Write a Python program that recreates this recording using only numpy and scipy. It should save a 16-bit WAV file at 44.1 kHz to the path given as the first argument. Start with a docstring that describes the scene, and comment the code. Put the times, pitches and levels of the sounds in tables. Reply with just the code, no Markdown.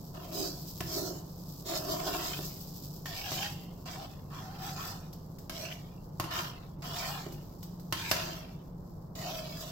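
"""A steel spoon sweeps thick sauce round the wall of a hot frying pan, and the wet sauce sizzles.
Then it scrapes the bottom in short strokes, its edge catching and slipping so that pan and spoon ring.
Now and then it knocks the pan, or a bubble pops. Underneath lie the gas burner's low rush and a hum.
The place is a tiled kitchen, with a stereo microphone close to the pan on the hob."""
import sys
import numpy as np
from scipy import signal
from scipy.fft import rfft, irfft, next_fast_len
from scipy.io import wavfile
from scipy.ndimage import map_coordinates

SR = 44100
rng = np.random.default_rng(int(sys.argv[2]) if len(sys.argv) > 2 else 0)


def digitize_waveform(pressure):
    """Quantize a signal to 16-bit integers and store it at the path in sys.argv[1].

    Rows of a 2-D input are taken as channels; values are limited to [-1, 1].
    """
    field = np.atleast_2d(pressure).T
    bounded = np.clip(field, -1, 1)
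    quanta = np.round(bounded * 32767).astype(np.int16)
    wavfile.write(sys.argv[1], SR, quanta)


N = 428211

# Strokes round the wall: start_s, pressing_s, easing_s, pan_db, grit_db, sizzle_db, slosh_db, centre_hz
SWEEPS = [(.134, 0.0092, 0.23, -48, -60.5, -67, -54.5, 810), (.31, 0.081, 0.15, -41, -60, -40, -40.5, 494),
          (.86, 0.075, 0.074, -44.5, -60.5, -39.5, -47, 447),
          (.94, 0.025, 0.22, -41, -71, -43.5, -39.5, 484), (1.645, 0.078, 0.12, -36, -49.5, -40, -45, 540),
          (1.82, 0.078, .14, -37, -51.5, -46.5, -46, 620), (1.98, 0.1, 0.24, -36.5, -47.5, -45.5, -41, 740),
          (2.17, 0.057, 0.23, -47, -48.5, -43.5, -64, 870)]
# Strokes on the bottom: start_s, pressing_s, easing_s, pan_db, grit_db, sizzle_db, hollow_db, centre_hz
SCRAPES = [(3.054, .37, .11, -49.5, -44, -44, -45, 766),
           (3.854, 0.0055, 0.21, -48, -52.5, -54.5, -54.5, 916),
           (3.94, 0.091, 0.037, -48, -54, -59, -46.5, 760), (4.3, 0.05, 0.39, -51, -60.5, -59, -50.5, 1255),
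           (4.585, 0.049, 0.17, -48, -50.5, -48, -45, 1219),
           (4.76, 0.03, 0.21, -45.5, -53.5, -49, -50, 1250),
           (5.495, 0.12, 0.16, -49.5, -48, -49.5, -50.5, 601), (6.20, 0.03, 0.1, -48, -58, -68, -53, 986),
           (6.305, 0.076, 0.088, -36, -41.5, -44.5, -50, 1130),
           (6.82, 0.22, 0.2, -42, -45, -45.5, -44.5, 943), (7.925, 0.18, .06, -69, -43, -44, -49.5, 1202),
           (8.12, 0.032, 0.26, -42, -46.5, -48, -66, 700), (9.151, 0.11, 0.29, -44, -48, -50, -46, 610),
           (9.44, 0.19, 0.28, -50.5, -54.5, -52, -60, 640)]
# A sweep glides in through the sauce, a scrape lands at once: touch_s, swell_db, focus_db_per_octave
SWEEP_MANNER = (0.016, 13, 14.4)
SCRAPE_MANNER = (0.003, 10, 12)
# The hollow ring changes as the spoon's bowl tilts and travels: time_s, pitch_hz
HOLLOW_PITCH = [(3.099, 715), (3.401, 772), (3.998, 720.6), (4.351, 1075), (4.46, 767.2), (4.77, 770),
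                (4.81, 1078), (4.871, 750), (5.601, 650), (6.38, 900), (6.902, 723), (7.299, 784),
                (8.061, 952), (9.3, 727.4), (9.39, 645)]
# Fine sizzle, highest while sauce swept up the wall dries: time_s, level_db
SIMMER = [(0, -61), (.5, -54.5), (.8, -52), (1.2, -65), (1.55, -57.5), (1.8, -53), (2.45, -50.5),
          (3.02, -57), (3.75, -65.5), (5.3, -68.5), (6.7, -70.5), (7.5, -65), (8.6, -72), (9.7, -71)]
# The spoon hits the pan: start_s, crack_db, spoon_db, pan_db, thump_db, centre_hz
KNOCKS = [(0.806, -38, -46, -38.5, -35.5, 776), (2.391, -75, -82, -39.5, -53, 438),
          (3.058, -44.5, -45, -37.5, -76, 1860), (3.3182, -41, -48, -39, -45, 483),
          (3.4303, -51, -30, -70, -66, 1800), (5.4958, -40.5, -43, -47.5, -52, 650),
          (6.1987, -35.5, -40, -33, -35.5, 990), (6.241, -48, -40, -40.5, -43, 1080),
          (7.265, -68, -54, -40, -49, 363), (7.9249, -31.5, -28, -32, -37.5, 1080),
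          (8.1135, -26, -25, -31.5, -39.5, 610)]
# Bubbles burst: start_s, level_db
POPS = [(5.129, -45), (5.385, -45.5), (7.323, -44), (7.629, -41), (7.797, -49)]
# Resonances of the metal: pitch_hz, width_hz, level_db
PAN_MODES = [(290.6, 13, 2.5), (347, 26, 5), (404, 16, 0), (549, 14, -1.5), (635.3, 25, 8),
             (723.5, 23.5, 5.5), (953, 50, 4.5), (1068.6, 27, 7), (1164, 36, 3.5), (1326, 170, 12),
             (1829, 66, 9)]
SPOON_MODES = [(1790, 98, -13.5), (2786, 82, -0.5), (3095, 83, -1), (4640, 28, -8), (5080, 35, -33)]
# Spectral shapes: frequency_hz, level_db
RUB_SPECTRUM = [(180, -32), (340, 25), (510, 13.5), (680, 22.5), (1550, 13.5), (2400, -38)]  # the rubbed body of the pan
GRIT_SPECTRUM = [(900, -33), (1500, 9), (3000, 15.5), (5200, 6.5), (7500, -10), (9300, -9), (16000, -18)]  # the spoon's edge on the metal
SIZZLE_SPECTRUM = [(2000, -21.5), (4000, -1), (5100, 5), (6300, -1), (7900, -3), (9300, -24.5),
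                   (11000, -9.5), (13600, -1.5), (16000, -6)]  # boiling sauce
DRYING_TILT = [(6000, -1), (13000, 5.5)]  # a drying film fizzes more finely
CRACK_SPECTRUM = [(300, 0.5), (1200, 19), (2800, 13), (5400, 14.5), (9300, 4), (13500, 12.5), (16000, 1)]  # the onset of a knock or pop
BURNER_SPECTRUM = [(28, 3.5), (45, -8.5), (160, -2.5), (220, -9), (700, -19.5), (1050, -22), (1600, -39),
                   (15500, -125)]  # the gas flame
# Tones of the hum in the room: pitch_hz, level_db
HUM_TONES = [(48, -58.5), (98, -59.5), (174.5, -52.5)]
# Reverberation of the tiled kitchen: frequency_hz, t60_s
KITCHEN_DECAY = [(150, 0.75), (3000, 0.75), (14000, 0.37)]
# Likeness of left and right at the microphone: frequency_hz, correlation
STEREO_LIKENESS = [(150, 0.97), (300, 0.87), (700, 0.3), (3000, 0.0091)]
# Balance of the microphone's two ports: frequency_hz, left_over_right_db
PORT_BALANCE = [(200, -0.25), (380, -6.5), (700, 1.5), (4400, -1), (8500, -14), (12000, 4.5), (15000, 25.5)]

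EASE_DB, SWELL_SHAPE = 12, 1.18  # drop as the hand eases off; a shape over 1 rounds the swell
PAN_FADE_DB_PER_S, GRIT_FADE_DB_PER_S, SIZZLE_FADE_DB_PER_S = 89, 84, 118.5  # once the spoon lets go
GULP_HZ, GULP_S, GULP_RISE = 330.3, 0.065, 0.17  # typical pitch, life, fractional rise over that life
HOLLOW_WIDTH_HZ = 48
LOW_CUT_HZ, TOP_HZ = 36, 15850


def strokes():
    """The spoon's edge catches and slips, shaking the metal, pushing sauce and smearing it to a boil."""
    pan_gain, grit_gain, sizzle_gain, slosh_gain, hollow_gain, *mode_gains = stroke_gains()
    # fast catches ride on the slower, uneven pressure of the hand
    slips = amp(2.4 * wobble(350) + 2.2 * np.tanh(wobble(35)))
    snags = amp(-4) * grains(rate=130, spread_db=1)
    metal = pan_gain * pan_body(slips, snags, mode_gains) + grit_gain * spoon_edge(slips, snags)
    boil = sizzle(sizzle_gain)
    return metal + slosh_gain * slosh() + hollow_gain * hollow_ring() + amp(5.5) * boil


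def stroke_gains():
    """Gain curves of pan, grit, sizzle, slosh and hollow ring, then of each pan mode."""
    t = np.arange(0, N / SR, .001)
    pan, grit, boil, push, press = np.zeros((5, len(t)))  # overlapping strokes add in power
    spots = []
    for table, manner, bowl in (SWEEPS, SWEEP_MANNER, push), (SCRAPES, SCRAPE_MANNER, press):
        touch_s, swell_db, focus = manner
        for start_s, pressing_s, easing_s, pan_db, grit_db, sizzle_db, bowl_db, centre_hz in table:
            shape = np.maximum(t - start_s, 0), pressing_s, easing_s, touch_s, swell_db
            pan += (amp(pan_db) * pressure(*shape, PAN_FADE_DB_PER_S)) ** 2
            bowl += (amp(bowl_db) * pressure(*shape, PAN_FADE_DB_PER_S)) ** 2
            grit += (amp(grit_db) * pressure(*shape, GRIT_FADE_DB_PER_S)) ** 2
            boil += (amp(sizzle_db) * pressure(*shape, SIZZLE_FADE_DB_PER_S)) ** 2
            spots.append((start_s + pressing_s, centre_hz, focus))
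    peaks_s, centres_hz, focuses = np.transpose(spots)
    mode_gains = favoured_modes(np.interp(t, peaks_s, centres_hz), np.interp(t, peaks_s, focuses))
    curves = [*np.sqrt([pan, grit, boil, push, press]), *mode_gains]
    return [np.interp(np.arange(N) / SR, t, curve) for curve in curves]


def pressure(t, pressing_s, easing_s, touch_s, swell_db, fade_db_per_s):
    """Gain of one stroke: the spoon takes hold, presses harder, eases off and lets go."""
    swell = swell_db * np.maximum(1 - t / pressing_s, 0) ** SWELL_SHAPE
    ease = EASE_DB * np.clip((t - pressing_s) / easing_s, 0, 1) ** 2
    release = fade_db_per_s * np.maximum(t - pressing_s - easing_s, 0)
    return np.minimum(t / touch_s, 1) * amp(-swell - ease - release)


def pan_body(slips, snags, mode_gains):
    """Friction and the jolts of the snagging edge ring the pan's modes over a broad rubbing noise."""
    shake = noise() * slips + snags
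    ring = sum((-1) ** k * mode_gains[k] * resonated(shake, [mode]) for k, mode in enumerate(PAN_MODES))
    rub = coloured(noise() * slips, RUB_SPECTRUM)
    rub = shifting_modes(rub, spacing_hz=90, rate=12, depth_db=15, glide_hz=40)
    return ring + amp(-8) * rub


def spoon_edge(slips, snags):
    """Snags make the rubbing gritty, while friction rings the spoon faintly."""
    grit = coloured(noise() * slips + .5 * snags, GRIT_SPECTRUM)
    edge = amp(3.5) * grit + amp(-16) * resonated(noise() * slips, SPOON_MODES)
    edge = shifting_modes(edge, spacing_hz=100, rate=15, depth_db=13, glide_hz=70)
    edge = shifting_modes(edge, spacing_hz=330, rate=15, depth_db=4, glide_hz=200)
    flutter = unit(amp(3 * np.tanh(wobble(110))))
    return edge * flutter


def favoured_modes(centre_hz, focus_db_per_octave):
    """Gain of each pan mode: the spot that is touched favours those near one pitch."""
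    gains = np.array([amp(db - focus_db_per_octave * abs(np.log2(hz / centre_hz)))
                      for hz, _, db in PAN_MODES])
    return gains / np.linalg.norm(gains, axis=0)


def shifting_modes(x, spacing_hz, rate, depth_db, glide_hz):
    """As the contact point travels, the pan's close-set modes take turns and their pattern slides."""
    hz, t, spectra = signal.stft(x, SR, nperseg=2048)
    slide_hz = glide_hz * np.interp(t * SR, np.arange(N), wobble(3))
    where = np.broadcast_arrays((hz[:, None] + slide_hz) / spacing_hz, t * rate)
    pattern = map_coordinates(rng.standard_normal((512, 256)), where, order=2, mode="mirror")
    gain = amp(depth_db * np.tanh(pattern) / (1 + hz[:, None] / 12000))
    gain /= np.sqrt(np.mean(gain ** 2, axis=1, keepdims=True))
    return signal.istft(spectra * gain, SR, nperseg=2048)[1][:, :N]


def hollow_ring():
    """The spoon's bowl, pressed on the bottom, keeps one resonance singing, then hops to another."""
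    times_s, pitches_hz = np.transpose(HOLLOW_PITCH)
    nearest = np.searchsorted((times_s[1:] + times_s[:-1]) / 2, np.arange(N) / SR)
    hz = pitches_hz[nearest] * (1 + .03 * wobble(16))
    drive = filtered(rng.standard_normal((2, 2, N)), lambda f: 1 / (1 + (f / HOLLOW_WIDTH_HZ) ** 2))
    drive /= np.sqrt(np.hypot(*drive))  # keep the hollow ring's loudness even
    phase = 2 * np.pi * np.cumsum(hz) / SR
    mid, side = drive[0] * np.cos(phase) + drive[1] * np.sin(phase)
    return unit(mid + amp(-7) * np.array([side, -side]))


def sizzle(stroke_gain):
    """Freshly smeared sauce sizzles with each stroke; the drying film fizzes on in between."""
    fresh = boiling(rate=2900, hiss_db=-1)
    fresh = shifting_modes(fresh, spacing_hz=170, rate=13, depth_db=12, glide_hz=90)
    drying = coloured(boiling(rate=1500, hiss_db=-3), DRYING_TILT)
    simmer_gain = amp(np.interp(np.arange(N) / SR, *np.transpose(SIMMER)))
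    return stroke_gain * fresh + simmer_gain * drying


def boiling(rate, hiss_db):
    """Sauce on hot metal boils in a mass of minute bubbles."""
    bubbles = grains(rate, spread_db=1.3) + amp(hiss_db) * noise()
    return coloured(bubbles, SIZZLE_SPECTRUM) * amp(1.9 * wobble(26))


def slosh(count=1800):
    """Air folded into thick sauce makes a crowd of low gulps, each rising in pitch and sounding the pan."""
    gulps, t = np.zeros((2, N)), np.arange(SR // 8) / SR
    attack = 1 - np.exp(-t / 0.0045)
    starts_s = rng.uniform(0, N / SR, count)
    for start_s, (pitch, size, lag) in zip(starts_s, rng.standard_normal((count, 3))):
        phase = 2 * np.pi * GULP_HZ * 2 ** (pitch / 4) * (t + GULP_RISE * t * t / (2 * GULP_S))
        tone = np.sin(phase + 0.44 * lag * np.array([[1], [-1]]))
        add(gulps, start_s, attack * amp(2 * size - 30 * t / GULP_S) * tone)
    return unit(.5 * unit(gulps) + resonated(gulps, PAN_MODES))


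def knocks():
    """Each blow cracks, rings spoon and pan, and bumps the pan on its grate."""
    out, t = np.zeros((2, N)), np.arange(SR // 3) / SR

    def ring(hz, width_hz):
        lag = rng.normal(0, min(hz / 2000, 1), (2, 1))  # high modes reach the ports out of step
        return np.exp(-np.pi * width_hz * t) * np.sin(2 * np.pi * hz * t + lag)

    burst = decay(t, .04) + amp(-18) * decay(t, .15)
    for start_s, crack_db, spoon_db, pan_db, thump_db, centre_hz in KNOCKS:
        crack = amp(crack_db + 5.5) * coloured(noise(len(t)), CRACK_SPECTRUM) * burst
        spoon = amp(spoon_db) * sum(amp(db) * ring(hz, width) for hz, width, db in SPOON_MODES)
        gains = favoured_modes(centre_hz, focus_db_per_octave=14)
        pan = amp(pan_db + 6) * sum(g * ring(hz, width) for g, (hz, width, _) in zip(gains, PAN_MODES))
        thump = amp(thump_db + 13.5) * (ring(130, 47) + 0.46 * ring(334, 50))
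        thump *= 1 - np.exp(-t / 0.00133)
        add(out, start_s, crack + spoon + pan + thump)
    return out


def pops():
    """A bursting bubble gives a short tick and spits a little steam."""
    out, t = np.zeros((2, N)), np.arange(SR // 10) / SR
    puff = (1 - np.exp(-t / .002)) * decay(t, .08)
    for start_s, level_db in POPS:
        tick = amp(-3) * decay(t, .014) * coloured(noise(len(t)), CRACK_SPECTRUM)
        steam = puff * coloured(coloured(noise(len(t)), SIZZLE_SPECTRUM), DRYING_TILT)
        add(out, start_s, amp(level_db) * (tick + steam))
    return out


def kitchen_tail(x):
    """The tiles return a diffuse tail that dies sooner in the high treble."""
    hz, t, spectra = signal.stft(noise(SR // 2), SR, nperseg=256)
    spectra *= decay(t, along(KITCHEN_DECAY, hz)[:, None])
    tail = signal.istft(spectra, SR, nperseg=256)[1]
    return signal.fftconvolve(x, tail / np.linalg.norm(tail[0]), axes=1)[:, :N]


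def burner():
    """The gas flame rushes softly under the pan."""
    return amp(-45) * coloured(noise(), BURNER_SPECTRUM)


def room_hum():
    """Room tone: a rough low drone and a wavering hum."""
    t = np.arange(N) / SR
    drone = amp(-50) * resonated(noise(), [(149.4, 6.6, 0)])
    hum = sum(amp(db + 2 * wobble(3.1)) * np.sqrt(2) * np.sin(2 * np.pi * hz * t + .8 * wobble(4.6))
              for hz, db in HUM_TONES)
    return hum + filtered(drone, lambda hz: 1 / (1 + (hz / 300) ** 4))


def noise(size=N):
    """Stereo noise, alike in the bass and unrelated in the treble."""
    def mid_side(hz):
        angle = np.arccos(np.clip(along(STEREO_LIKENESS, hz), -1, 1)) / 2
        return np.array([np.cos(angle), np.sin(angle)])

    mid, side = filtered(rng.standard_normal((2, size)), mid_side)
    return np.array([mid + side, mid - side])


def grains(rate, spread_db):
    """Tiny clicks at random moments, about rate a second, of uneven size."""
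    size = amp(spread_db * np.minimum(rng.exponential(size=N), 5))
    return unit((rng.random(N) < rate / SR) * size * rng.standard_normal((2, N)))


def wobble(rate):
    """A smooth random curve, rate knots a second."""
    knots = rng.standard_normal(int(N * rate / SR) + 4)
    return map_coordinates(knots, [np.arange(N) * rate / SR], order=2)


def resonated(x, modes):
    """x through resonances of alternating sign, at rms 1."""
    def response(f):
        return sum((-1) ** k * amp(db) * 1j * f * width / (hz * hz - f * f + 1j * f * width)
                   for k, (hz, width, db) in enumerate(modes))

    return unit(filtered(x, response))


def coloured(x, spectrum):
    """x shaped by a spectrum, at rms 1."""
    return unit(filtered(x, lambda hz: amp(along(spectrum, hz))))


def filtered(x, response):
    """x through a frequency response."""
    size = x.shape[-1]
    padded = next_fast_len(size + 8192, True)
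    return irfft(rfft(x, padded) * response(np.fft.rfftfreq(padded, 1 / SR)), padded)[..., :size]


def along(points, hz):
    """Interpolate (frequency_hz, value) points on a log axis."""
    frequencies, values = np.transpose(points)
    return np.interp(np.log(hz + 1), np.log(frequencies + 1), values)


def decay(t, t60_s):
    """A gain that falls 60 dB in t60_s."""
    return amp(-60 * t / t60_s)


def amp(db):
    """Decibels to gain."""
    return 10 ** (np.asarray(db) / 20)


def unit(x):
    """Scale to rms 1."""
    return x / np.sqrt(np.mean(x ** 2) + 1e-20)


def add(track, start_s, sound):
    """Mix a sound in at start_s."""
    part = track[:, round(start_s * SR):][:, :sound.shape[-1]]
    part += sound[:, :part.shape[-1]]


def scene():
    """Close at the hob: dry strokes, knocks and pops with the kitchen's tail, burner and hum behind."""
    hits = knocks() + pops()
    return strokes() + hits + amp(-3.5) * kitchen_tail(hits) + burner() + room_hum()


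def record(dry):
    """The microphone's two ports colour the sound differently; deep rumble and the top are cut off."""
    def response(hz):
        balance_db = np.array([[-1], [1]]) * along(PORT_BALANCE, hz)
        share = np.sqrt(2 / (1 + amp(2 * balance_db)))
        low_cut = 1 - np.exp(-(hz / LOW_CUT_HZ) ** 2)
        return share * low_cut * (hz < TOP_HZ)

    return filtered(dry, response)


dry = scene()
out = record(dry)
digitize_waveform(out)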